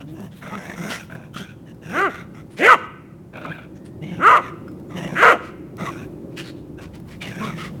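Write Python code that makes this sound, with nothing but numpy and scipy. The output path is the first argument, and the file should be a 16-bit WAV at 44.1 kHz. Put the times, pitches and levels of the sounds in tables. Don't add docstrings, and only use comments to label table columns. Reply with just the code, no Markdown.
import sys
import numpy as np
from scipy import signal
from scipy.fft import rfft, irfft, next_fast_len
from scipy.io import wavfile

SR = 44100
rng = np.random.default_rng(int(sys.argv[2]) if len(sys.argv) > 2 else 0)


def unload_wav(signal):
    wavfile.write(
        sys.argv[1],
        SR,
        np.round(np.clip(np.atleast_2d(signal).T, -1, 1) * 32767).astype(np.int16),
    )


N = 343980
TIME = np.arange(N) / SR


def amp(db):
    return 10 ** (np.asarray(db) / 20)


def unit(x):
    return x / np.sqrt(np.mean(abs(x) ** 2) + 1e-20)


def read(points, hz):
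    f, value = np.transpose(points)
    return np.interp(np.log(hz + 1), np.log(f + 1), value)


def add(mix, s, sound):
    part = mix[max(round(s * SR), 0):][:len(sound)]
    part += sound[:len(part)]


def colour(x, points):
    size = next_fast_len(len(x) + 2048)
    gain = amp(read(points, np.fft.rfftfreq(size, 1 / SR)))
    return irfft(rfft(x, size) * gain, size)[:len(x)]


def wander(count, rate_hz):
    z = rfft(rng.standard_normal(SR))
    smooth = z / (1 + (np.arange(len(z)) / rate_hz) ** 4)
    return np.resize(unit(irfft(smooth, SR)), count)


def resonate(x, hz, width_hz):
    turn = np.exp(2j * np.pi * np.cumsum(hz) / SR)
    r = np.exp(-np.pi * width_hz / SR)
    smooth = signal.lfilter([(1 - r) ** 2], [1, -2 * r, r * r], x / turn)
    return 2 * (turn * smooth).real


def held(x, db, size=700):
    window = np.hanning(size)
    power = signal.fftconvolve(x * x, window / window.sum(), "same")
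    ends = signal.windows.tukey(len(x), min(2 * size / len(x), 1))
    return amp(db) * ends * x / np.sqrt(abs(power) + 1e-12)


def progress(length):
    return np.linspace(0, 1, max(round(length * SR), 800))


# (time [s], rumble level [dB], moan level [dB])
TRAFFIC_LEVELS = [(0, -41.5, -57), (1.6, -41.5, -47.5), (2.4, -40.5, -43.5), (3.1, -43.5, -48),
                  (3.798, -41, -42.5), (4.696, -38, -37.5), (5.6, -40, -39.5), (6.199, -38, -36),
                  (6.702, -40.5, -39), (7.101, -38, -46.5), (7.8, -33.5, -40)]
# (frequency [Hz], gain [dB])
RUMBLE_TONE = [(20, -50), (35, -32), (55, -9.5), (85, -6.5), (120, 0.5), (175, 1.5), (240, -6),
               (400, -28.5), (480, -14), (600, -24), (800, -24), (1500, -34.5), (3000, -44.5),
               (6000, -49.5)]
# (frequency [Hz], gain [dB])
AIR_TONE = [(100, 0.5), (1000, 10.5), (2000, -8), (4000, -8.5), (9000, -8), (17000, -21.5)]


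def background(moan_hz=325, moan_width_hz=120, air_db=-66.5):
    s, *columns = np.transpose(TRAFFIC_LEVELS)
    rumble_db, moan_db = (np.interp(TIME, s, c) for c in columns)
    low, mid, high = rng.standard_normal((3, N))
    rumble = amp(rumble_db) * unit(colour(low, RUMBLE_TONE))
    moan = resonate(mid, np.full(N, moan_hz), moan_width_hz)
    moan += amp(-11.5) * resonate(mid, np.full(N, 520), 93)
    air = amp(air_db) * unit(colour(high, AIR_TONE))
    return rumble + amp(moan_db) * unit(moan) + air


# (time [s], level [dB])
WIND_LEVELS = [(0, -67), (6.5, -58), (6.8, -44), (7.15, -43), (7.35, -69), (7.8, -57)]


def wind():
    level_db = np.interp(TIME, *np.transpose(WIND_LEVELS))
    buffeting = colour(rng.standard_normal(N), [(20, -21), (50, -1.5), (90, 2.5), (200, -15), (800, -61)])
    return amp(level_db) * unit(buffeting)


# (start [s], length [s], top pitch before jitter [Hz], top level before the trim [dB])
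GROWL_PUSHES = [(0, 0.17, 152.4, -38.5), (.17, 0.1, 204.4, -32), (.44, 0.066, 156, -36),
                (.505, 0.1, 209.3, -28.5), (.66, 0.092, 171, -31), (.77, 0.073, 177.5, -27.5),
                (.81, 0.12, 216, -28), (1.12, 0.031, 171.4, -33.5), (1.145, .025, 168, -30),
                (1.345, 0.029, 165, -26), (1.385, 0.05, 202, -31), (1.85, 0.11, 179.8, -30.5),
                (3.465, 0.077, 165, -30.5), (4.005, 0.083, 151.5, -28), (4.06, .1, 184.4, -26),
                (4.15, 0.085, 174, -27.5), (4.92, 0.093, 185.3, -29), (5.01, .08, 184.7, -24.5),
                (5.08, 0.097, 185, -29.5), (5.795, 0.052, 180, -21.5), (5.88, 0.039, 170.7, -27),
                (7.235, 0.088, 200.7, -35), (7.35, 0.19, 212.4, -27.5), (7.51, 0.13, 159.7, -33),
                (7.63, 0.065, 198, -36)]
GROWL_SLACK_HZ, GROWL_FADE_DB = 147.7, -8.5


def growl(start, length, top_hz, db, jitter=0.065, shimmer=0.51, fall_db=-11, trim_db=-1.5):
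    push = np.sin(np.pi * progress(length))
    hz = GROWL_SLACK_HZ + (top_hz - GROWL_SLACK_HZ) * push
    phase = 2 * np.pi * np.cumsum(hz * (1 + jitter * wander(len(hz), 96))) / SR
    folds = sum(amp(fall_db * np.log2(k)) * np.cos(k * phase) for k in range(1, 6))
    voice = held(folds, db + trim_db + GROWL_FADE_DB * (1 - push))
    return start, voice * unit(1 + shimmer * wander(len(hz), 45))


# (start [s], length [s], mouth resonance at first [Hz], at last [Hz], lip resonance [Hz],
#  throat, rasp and hiss levels before their trims [dB], swell from start to end [dB])
SNARL_BREATHS = [(0, 0.019, 1420, 1450, 2800, -43, -44, -58, -19),
                 (0.144, .13, 1650, 1720, 2780, -42, -52, -59, 7),
                 (0.419, 0.16, 1380, 1250, 2064, -36.5, -37, -53.5, 2.5),
                 (0.571, 0.18, 1600, 1850, 2150, -36, -38, -49, 0),
                 (.76, 0.21, 1400, 1520, 2060, -33.5, -34, -41, 12.5),
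                 (0.988, 0.046, 1480, 1510, 2530, -44, -39.5, -49, -12),
                 (1.099, 0.18, 1540, 1560, 2470, -42, -50.5, -64.5, -6),
                 (1.339, 0.1, 1360, 1460, 3160, -45, -37, -48, 8),
                 (1.446, 0.082, 1460, 1480, 2460, -58, -45, -62, 1),
                 (1.663, 0.04, 1700, 1715, 2770, -48, -48, -59, 22),
                 (1.82, 0.18, 1650, 1600, 2650, -41, -38.5, -48, 23),
                 (2.09, .14, 1520, 1300, 1970, -44.5, -36.5, -55, -4.5),
                 (2.343, 0.066, 1390, 1390, 2200, -49, -44.5, -57.5, 0.5),
                 (3.336, 0.16, 1520, 1270, 2410, -33, -37.5, -65, 10),
                 (3.495, .17, 1520, 1430, 2380, -45.5, -42.5, -85, -11.5),
                 (4.02, 0.16, 2030, 2250, 2880, -52, -44.5, -60.5, -3.5),
                 (4.111, .11, 1750, 1420, 2770, -48.5, -46.5, -58.5, 0),
                 (4.411, 0.086, 1850, 1850, 2320, -56, -38.5, -55, 7.5),
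                 (4.899, 0.12, 1180, 1250, 2000, -40, -43, -57.5, 1),
                 (4.96, 0.12, 1775, 2150, 2910, -32, -36, -46.5, -0.5),
                 (5.069, 0.16, 1890, 1310, 2310, -32.5, -39.5, -50, 3),
                 (5.786, 0.11, 1280, 1190, 1980, -31, -30, -45, 12),
                 (5.909, .14, 1420, 1600, 2460, -42.5, -41.5, -52.5, -7),
                 (6.781, 0.093, 1470, 1500, 2520, -47, -48, -60.5, -10),
                 (7.211, 0.082, 2380, 1950, 2750, -37, -33, -51, 8),
                 (7.302, 0.15, 1740, 1640, 2430, -41, -38.5, -49.5, 2),
                 (7.389, .13, 1400, 1250, 2250, -36, -33.5, -49.5, 6),
                 (7.519, 0.071, 1800, 1800, 2160, -41, -42.5, -54, 5),
                 (7.584, 0.11, 1290, 1210, 2040, -66, -36.5, -58, -10)]
# (frequency [Hz], gain [dB])
SNARL_THROAT_TONE = [(140, -20), (250, 6), (340, -8), (480, -3), (640, 1), (780, -6.5), (1000, -5),
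                     (1400, -16), (3000, -72)]
# (frequency [Hz], gain [dB])
SNARL_HISS_TONE = [(3000, -18.5), (4700, -16), (5400, 3), (6300, -0.5), (6800, 2), (7400, -9), (8600, -3.5),
                   (10500, -9.5), (12200, -10), (13500, -20), (17000, -14)]
SNARL_ATTACK_S, SNARL_RELEASE_S = .018, .05
LIP_FOLLOW, WHISTLE_FOLLOW = 0.17, 0.3


def snarl(start, length, first_hz, last_hz, lip_hz, throat_db, rasp_db, hiss_db, swell_db,
          flap_hz=85, rattle_db=1.5, mouth_width_hz=240, lip_width_hz=330, lip_db=-3,
          nose_hz=3500, nose_db=-13, wash_db=-10, whistle_hz=5900, whistle_db=-3, high_bands_db=-9,
          throat_trim_db=-3.5, rasp_trim_db=-1.8, hiss_trim_db=-3):
    whole = length + (SNARL_ATTACK_S + SNARL_RELEASE_S) / 2
    u = progress(whole)
    count = len(u)
    ramps = np.minimum(u / SNARL_ATTACK_S, (1 - u) / SNARL_RELEASE_S) * whole
    envelope = np.clip(ramps, 0, 1) * amp(swell_db * (u - .5))
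    mouth_hz = first_hz * (last_hz / first_hz) ** u
    opening = mouth_hz / mouth_hz.mean()
    flaps = np.cumsum(flap_hz * np.exp(.5 * wander(count, 44))) / SR
    slaps = .6 + np.exp(-(flaps % 1) / .3)
    rattle = unit(slaps * amp(rattle_db * wander(count, 40)))
    jaw = 1 + .028 * wander(count, 14)

    def ring(hz, width_hz):
        return unit(resonate(rng.standard_normal(count), hz * jaw, width_hz))

    throat = colour(rng.standard_normal(count), SNARL_THROAT_TONE)
    wash = colour(rng.standard_normal(count),
                  [(500, -25), (900, -9.5), (2800, 3.5), (3300, -19), (4200, -18), (5000, -29)])
    rasp = ring(mouth_hz, mouth_width_hz)
    rasp += amp(lip_db) * ring(lip_hz * opening ** LIP_FOLLOW, lip_width_hz)
    rasp += amp(nose_db) * ring(nose_hz, 700) + amp(wash_db) * unit(wash)
    hiss = unit(colour(rng.standard_normal(count), SNARL_HISS_TONE))
    hiss += amp(whistle_db) * ring(whistle_hz * opening ** WHISTLE_FOLLOW, 610)
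    for band_hz in (8400, 12000):
        hiss += amp(high_bands_db) * ring(band_hz * (1 + .05 * wander(count, 10)), 600)
    voice = rattle * amp(throat_db + throat_trim_db) * unit(throat)
    voice += rattle * amp(rasp_db + rasp_trim_db) * unit(rasp)
    voice += np.sqrt(rattle) * amp(hiss_db + hiss_trim_db) * unit(hiss)
    return start - SNARL_ATTACK_S / 2, envelope * voice


# (start [s], length [s], pitch at first [Hz], at last [Hz], level before the trim [dB])
SQUEAK_GLIDES = [(0, 0.057, 286, 273, -37.5), (.06, 0.093, 288, 339, -38.5),
                 (0.126, 0.071, 330.5, 294, -38.5), (.17, 0.061, 323, 410, -42),
                 (.505, 0.048, 830, 930, -36), (.525, 0.039, 1133, 1370, -30),
                 (3.505, 0.031, 1618, 1644, -28), (3.74, 0.26, 1866, 1854, -67),
                 (5.86, 0.052, 1143, 1076, -28), (7.405, 0.064, 1065, 1134, -28.5),
                 (7.47, 0.041, 1250, 1286, -38)]


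def squeak(start, length, first_hz, last_hz, db, jitter=.03, shimmer=0.21, overtone_db=-17, trim_db=-2):
    u = progress(length)
    hz = (first_hz + (last_hz - first_hz) * u) * (1 + jitter * wander(len(u), 160))
    phase = 2 * np.pi * np.cumsum(hz) / SR
    whistle = held(np.sin(phase) + amp(overtone_db) * np.sin(2 * phase), db + trim_db)
    return start, whistle * unit(1 + shimmer * wander(len(u), 135))


# (start [s], end [s], level [dB])
GRASS_SWISHES = [(0, 1.268, -59.5), (1.546, 1.85, -96), (3.336, 3.622, -64.5), (5.814, 6.146, -63),
                 (6.754, 7.798, -68.5)]


def swish(start, end, db, stride_hz=14, uneven_db=5):
    count = len(progress(end - start))
    blades = colour(rng.standard_normal(count), [(1000, 3), (3000, 1), (5000, -14), (9000, -3), (17000, -3)])
    strokes = amp(uneven_db * wander(count, stride_hz)) * signal.windows.tukey(count, .2)
    return start, amp(db) * unit(blades * strokes)


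# (time of the peak [s], level before the trim [dB], rise to the peak [s], centre of the crunch [Hz])
SCUFFS_AND_BREATH = [(0.092, -51.5, 0.033, 3550), (0.329, -48, 0.028, 3350), (0.379, -50, 0.048, 3700),
                     (0.91, -25, 0.027, 2885), (0.941, -26.5, 0.037, 1980), (1.379, -32, 0.037, 3100),
                     (2.529, -49, 0.043, 9500), (2.59, -30.5, 0.034, 2180), (3.767, -52, 0.023, 6200),
                     (3.864, -48, 0.028, 9030), (5.452, -42, 0.056, 2540), (6.344, -53.5, 0.06, 2400),
                     (6.389, -27, 0.035, 2800), (6.459, -37.5, 0.04, 4180), (6.49, -37.5, 0.024, 4060),
                     (6.576, -53.5, 0.03, 3700), (6.829, -39, 0.033, 1070), (6.951, -43, 0.031, 886),
                     (7.093, -46, 0.032, 1010), (7.126, -40.5, 0.036, 2200), (7.224, -31, 0.023, 3650),
                     (7.269, -35, 0.054, 2200), (7.45, -33.5, 0.042, 3600), (7.604, -33.5, 0.063, 2910),
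                     (7.655, -34, 0.029, 2000)]
# (frequency [Hz], gain [dB])
GRASS_TONE = [(290, -32.5), (500, -6), (850, -7), (1450, 0.5), (1910, 1.5), (2090, -1.5), (3030, -3),
              (5220, -8.5), (5710, -11), (9010, -16), (17000, -28.5)]


def scuff(s, db, length, hz, blades_per_s=5000, spread_db=0.0, crunch=0.48, trim_db=-5):
    u = np.arange(round(4 * length * SR)) / (length * SR)
    clicks = rng.standard_normal(len(u)) * (rng.random(len(u)) < blades_per_s / SR)
    clicks *= amp(spread_db * np.minimum(rng.exponential(1, len(u)), 3))
    tearing = unit(colour(clicks, GRASS_TONE))
    tearing += crunch * unit(resonate(clicks, np.full(len(u), hz), 0.28 * hz))
    stroke = u ** 4 * np.exp(4 - 4 * u)
    return s - length, amp(db + trim_db) * stroke * unit(tearing)


# (time [s], level before trim and decay [dB])
STALK_SNAPS = [(0.2038, -31), (0.3864, -39), (0.4787, -31.5), (1.054, -42), (1.1504, -34), (1.2034, -57),
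               (1.3412, -33), (1.6965, -44), (1.746, -43), (1.896, -37), (4.6817, -40.5), (4.716, -39.5),
               (4.798, -39), (5.7692, -31), (5.868, -35), (6.954, -35), (7.0, -37)]


def snap(s, db, decay_s=0.0037, trim_db=-7):
    t = np.arange(1024) / SR
    crack = colour(rng.standard_normal(len(t)), [(400, 10), (1500, -4.5), (5000, -10), (16000, -10)])
    return s, amp(db + trim_db) * unit(crack) * np.exp(-t / decay_s)


# (time [s], level before trim and decay [dB], mouth resonance [Hz])
THROAT_POPS = [(.421, -29, 1730), (0.46, -25, 1390), (1.099, -29, 1515), (1.122, -25.5, 1520),
               (1.15, -30, 1570), (1.205, -41, 1570), (1.235, -39, 1610), (1.345, -39, 1400),
               (1.364, -22, 1340), (3.334, -37.5, 1550), (3.45, -16.5, 1250), (4.679, -30.5, 1406),
               (5.788, -26, 1300), (6.78, -43, 1490), (7.216, -23, 2310)]


def pop(s, db, hz, decay_s=0.0076, trim_db=-7):
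    t = TIME[:2048]
    puff = rng.standard_normal(len(t))
    voice = np.zeros(len(t))
    for ratio, mode_db in [(.43, -14), (1, 4), (1.6, -9.5), (2.2, -16)]:
        voice += amp(mode_db) * unit(resonate(puff, np.full(len(t), ratio * hz), 316))
    return s, amp(db + trim_db) * unit(voice) * np.exp(-t / decay_s)


# (start [s], rise [s], fall [s], time to the turn [s], top pitch before jitter [Hz],
#  roughness before the turn [0-1], after it [0-1], mouth resonance at first [Hz], at last [Hz],
#  throat, mouth and teeth levels after the turn, before fading [dB], their three jumps at the turn [dB],
#  level at the onset against the top [dB])
BARK_ARCHES = [(1.906, .133, .074, 0.12, 401, 0.26, .1, 1450, 1304, -22.5, -18, -26, 1, 0.5, -0.5, -29.5),
               (2.582, .13, 0.064, 0.097, 516.2, 0.34, 0.39, 1717, 1058, -20, -6.5, -15.5, -6, 12.5, -5, -38.5),
               (4.185, .141, .103, 0.1016, 507.7, 0.11, 0.5, 1380, 1125, -23, -9.5, -20, -2, -3.5, -2, -38.5),
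               (5.148, .122, .106, 0.075, 508.8, 0.17, 0.63, 1573, 1212, -15.5, -9, -15.5, 9, 7, 3.5, -13.5)]
# (frequency [Hz], gain [dB])
BARK_THROAT_TONE = [(100, -27.5), (180, 2), (300, -5.5), (500, -5), (620, -6.5), (800, -11), (1100, -29),
                    (2000, -72)]
# (frequency [Hz], gain [dB])
BARK_TEETH_TONE = [(1000, -63), (1600, -2.5), (1950, 10), (2200, 3), (2450, -1.5), (2850, -3), (3500, -19),
                   (4300, -22.5), (5100, -28.5), (6300, -20.5), (8500, -26), (10400, -30.5), (12000, -30.5),
                   (17000, -43)]
SLACK_HZ, RISE_SHAPE, FALL_SHAPE = 174.2, 1.15, 1.3
TURN_S = .012
THROAT_FADE_DB, MOUTH_FADE_DB, TEETH_FADE_SHARE = -14.5, -43, 0.84


def bark(start, rise, fall, until_turn, top_hz, rough_before, rough_after, first_hz, last_hz,
         throat_db, mouth_db, teeth_db, throat_jump_db, mouth_jump_db, teeth_jump_db, onset_db,
         smear_growth=0.54, breath=2.6, mouth_width_hz=400, lip_ratio=1.55, lip_gain=0.24, lip_width_hz=600):
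    u = progress(rise + fall)
    count = len(u)
    elapsed = u * (rise + fall)
    from_top = elapsed - rise
    rising = from_top < 0
    arch = abs(np.cos(np.pi / 2 * from_top / np.where(rising, rise, fall)))
    effort = arch ** np.where(rising, RISE_SHAPE, FALL_SHAPE)
    hz = SLACK_HZ + (top_hz - SLACK_HZ) * effort
    mouth_hz = first_hz + (last_hz - first_hz) * u
    before = np.clip(.5 + (until_turn - elapsed) / TURN_S, 0, 1)
    rough = np.clip(rough_after + (rough_before - rough_after) * before, 0, 1)
    slack = (1 - effort) ** 2
    fade_db = slack * np.where(rising, onset_db, MOUTH_FADE_DB)
    phase = 2 * np.pi * np.cumsum(hz * (1 + .035 * rough * wander(count, 150))) / SR

    uneven = .7 * rough * wander(count, 240)
    folds = np.zeros(count)
    for k in range(1, 13):
        chaos = np.clip(rough * (k / 4) ** smear_growth, 0, 1)
        flutter = unit(wander(count, 55) + 1j * wander(count, 55))
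        smear = np.sqrt(1 - chaos) + np.sqrt(chaos) * flutter
        folds += (np.exp(1j * k * phase) * smear).real * (1 + uneven * min(k - 1, 2))
    doubling = np.clip((hz - 440) / 55, 0, 1) * np.minimum(3 * rough, 1)
    half_lines = sum(np.cos(k * phase) * unit(1 + .5 * wander(count, 60)) for k in np.arange(2.5, 7))
    folds += doubling * half_lines

    air = unit((1 + .8 * np.cos(phase)) * rng.standard_normal(count))
    roar = rough ** 2 * colour(air, [(300, -32), (450, 11), (700, 13.5), (1200, -8), (3000, 0.5)])
    hiss = colour(air, [(1500, -31.5), (2500, -28), (4000, -4), (6500, 2.5)])
    rasp = np.sqrt(rough) * colour(air, [(900, -20), (1500, 0), (2100, 9), (3300, 9), (5000, -5)])
    drive = unit(folds) + breath * roar + rasp + hiss

    throat_level_db = throat_db + THROAT_FADE_DB * slack - throat_jump_db * before
    throat = held(colour(drive, BARK_THROAT_TONE), throat_level_db)
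    mouth = resonate(drive, mouth_hz, mouth_width_hz)
    mouth += 0.3 * rough * colour(drive, [(400, -35), (750, -5), (1100, 11.5), (2000, -27.5)])
    mouth = colour(mouth, [(400, -14), (750, -3.5), (1000, 0.5), (1180, 1), (1650, 0), (2400, -2), (5000, -34.5)])
    mouth = held(mouth, mouth_db + fade_db - mouth_jump_db * before)
    lips = resonate(drive, lip_ratio * mouth_hz, lip_width_hz)
    teeth_level_db = teeth_db + TEETH_FADE_SHARE * fade_db - teeth_jump_db * before
    teeth = held(colour(drive + lip_gain * lips, BARK_TEETH_TONE), teeth_level_db)
    return start, throat + mouth + teeth


# (time [s], pitch [Hz], peak level [dB])
TAG_CLINKS = [(4.682, 5160, -57.5), (4.885, 7100, -61)]


def tag(s, hz, db, t60=.13):
    t = TIME[:SR // 4]
    return s, amp(db - 60 * t / t60) * np.sin(2 * np.pi * hz * t)


# (frequency [Hz], decay [s])
YARD_DECAY = [(150, 0.51), (500, 0.45), (1300, 0.69), (2500, 0.93), (5000, 0.19), (12000, 0.44)]
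# (delay [s], level before colouring [dB])
YARD_ECHOES = [(.0012, -35.5), (0.026, -26), (.056, -30.5), (.083, -44.5), (0.123, -32.5)]


def yard(x, tail_db=-24):
    taps = rng.standard_normal(SR) * (rng.random(SR) < 900 / SR)
    taps *= amp(1.7 * wander(SR, 25)) * np.minimum(TIME[:SR] / 0.02, 1)
    hz, t, z = signal.stft(taps, SR, nperseg=256)
    decay = amp(-60 * t / read(YARD_DECAY, hz)[:, None])
    tail = signal.istft(z * decay, SR, nperseg=256)[1]
    response = amp(tail_db) * tail / np.linalg.norm(tail)
    for delay, db in YARD_ECHOES:
        add(response, delay, amp([db]))
    response = colour(response, [(200, 11.5), (2000, -4.5), (5000, 9), (15000, -2.5)])
    return x + signal.fftconvolve(x, response)[:N]


def scene():
    events = np.zeros(N)
    layers = [(growl, GROWL_PUSHES), (snarl, SNARL_BREATHS), (squeak, SQUEAK_GLIDES),
              (swish, GRASS_SWISHES), (scuff, SCUFFS_AND_BREATH), (snap, STALK_SNAPS),
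              (pop, THROAT_POPS), (bark, BARK_ARCHES), (tag, TAG_CLINKS)]
    for source, table in layers:
        for row in table:
            add(events, *source(*row))
    return (yard(events) + background() + wind())[None]


EDGE_HZ = 17200


def record(dry):
    limited = dry / (1 + dry ** 8) ** (1 / 8)
    lowpass = signal.firwin(511, EDGE_HZ, window=("kaiser", 9), fs=SR)
    return signal.oaconvolve(limited, lowpass[None], "same")


dry = scene()
out = record(dry)
unload_wav(out)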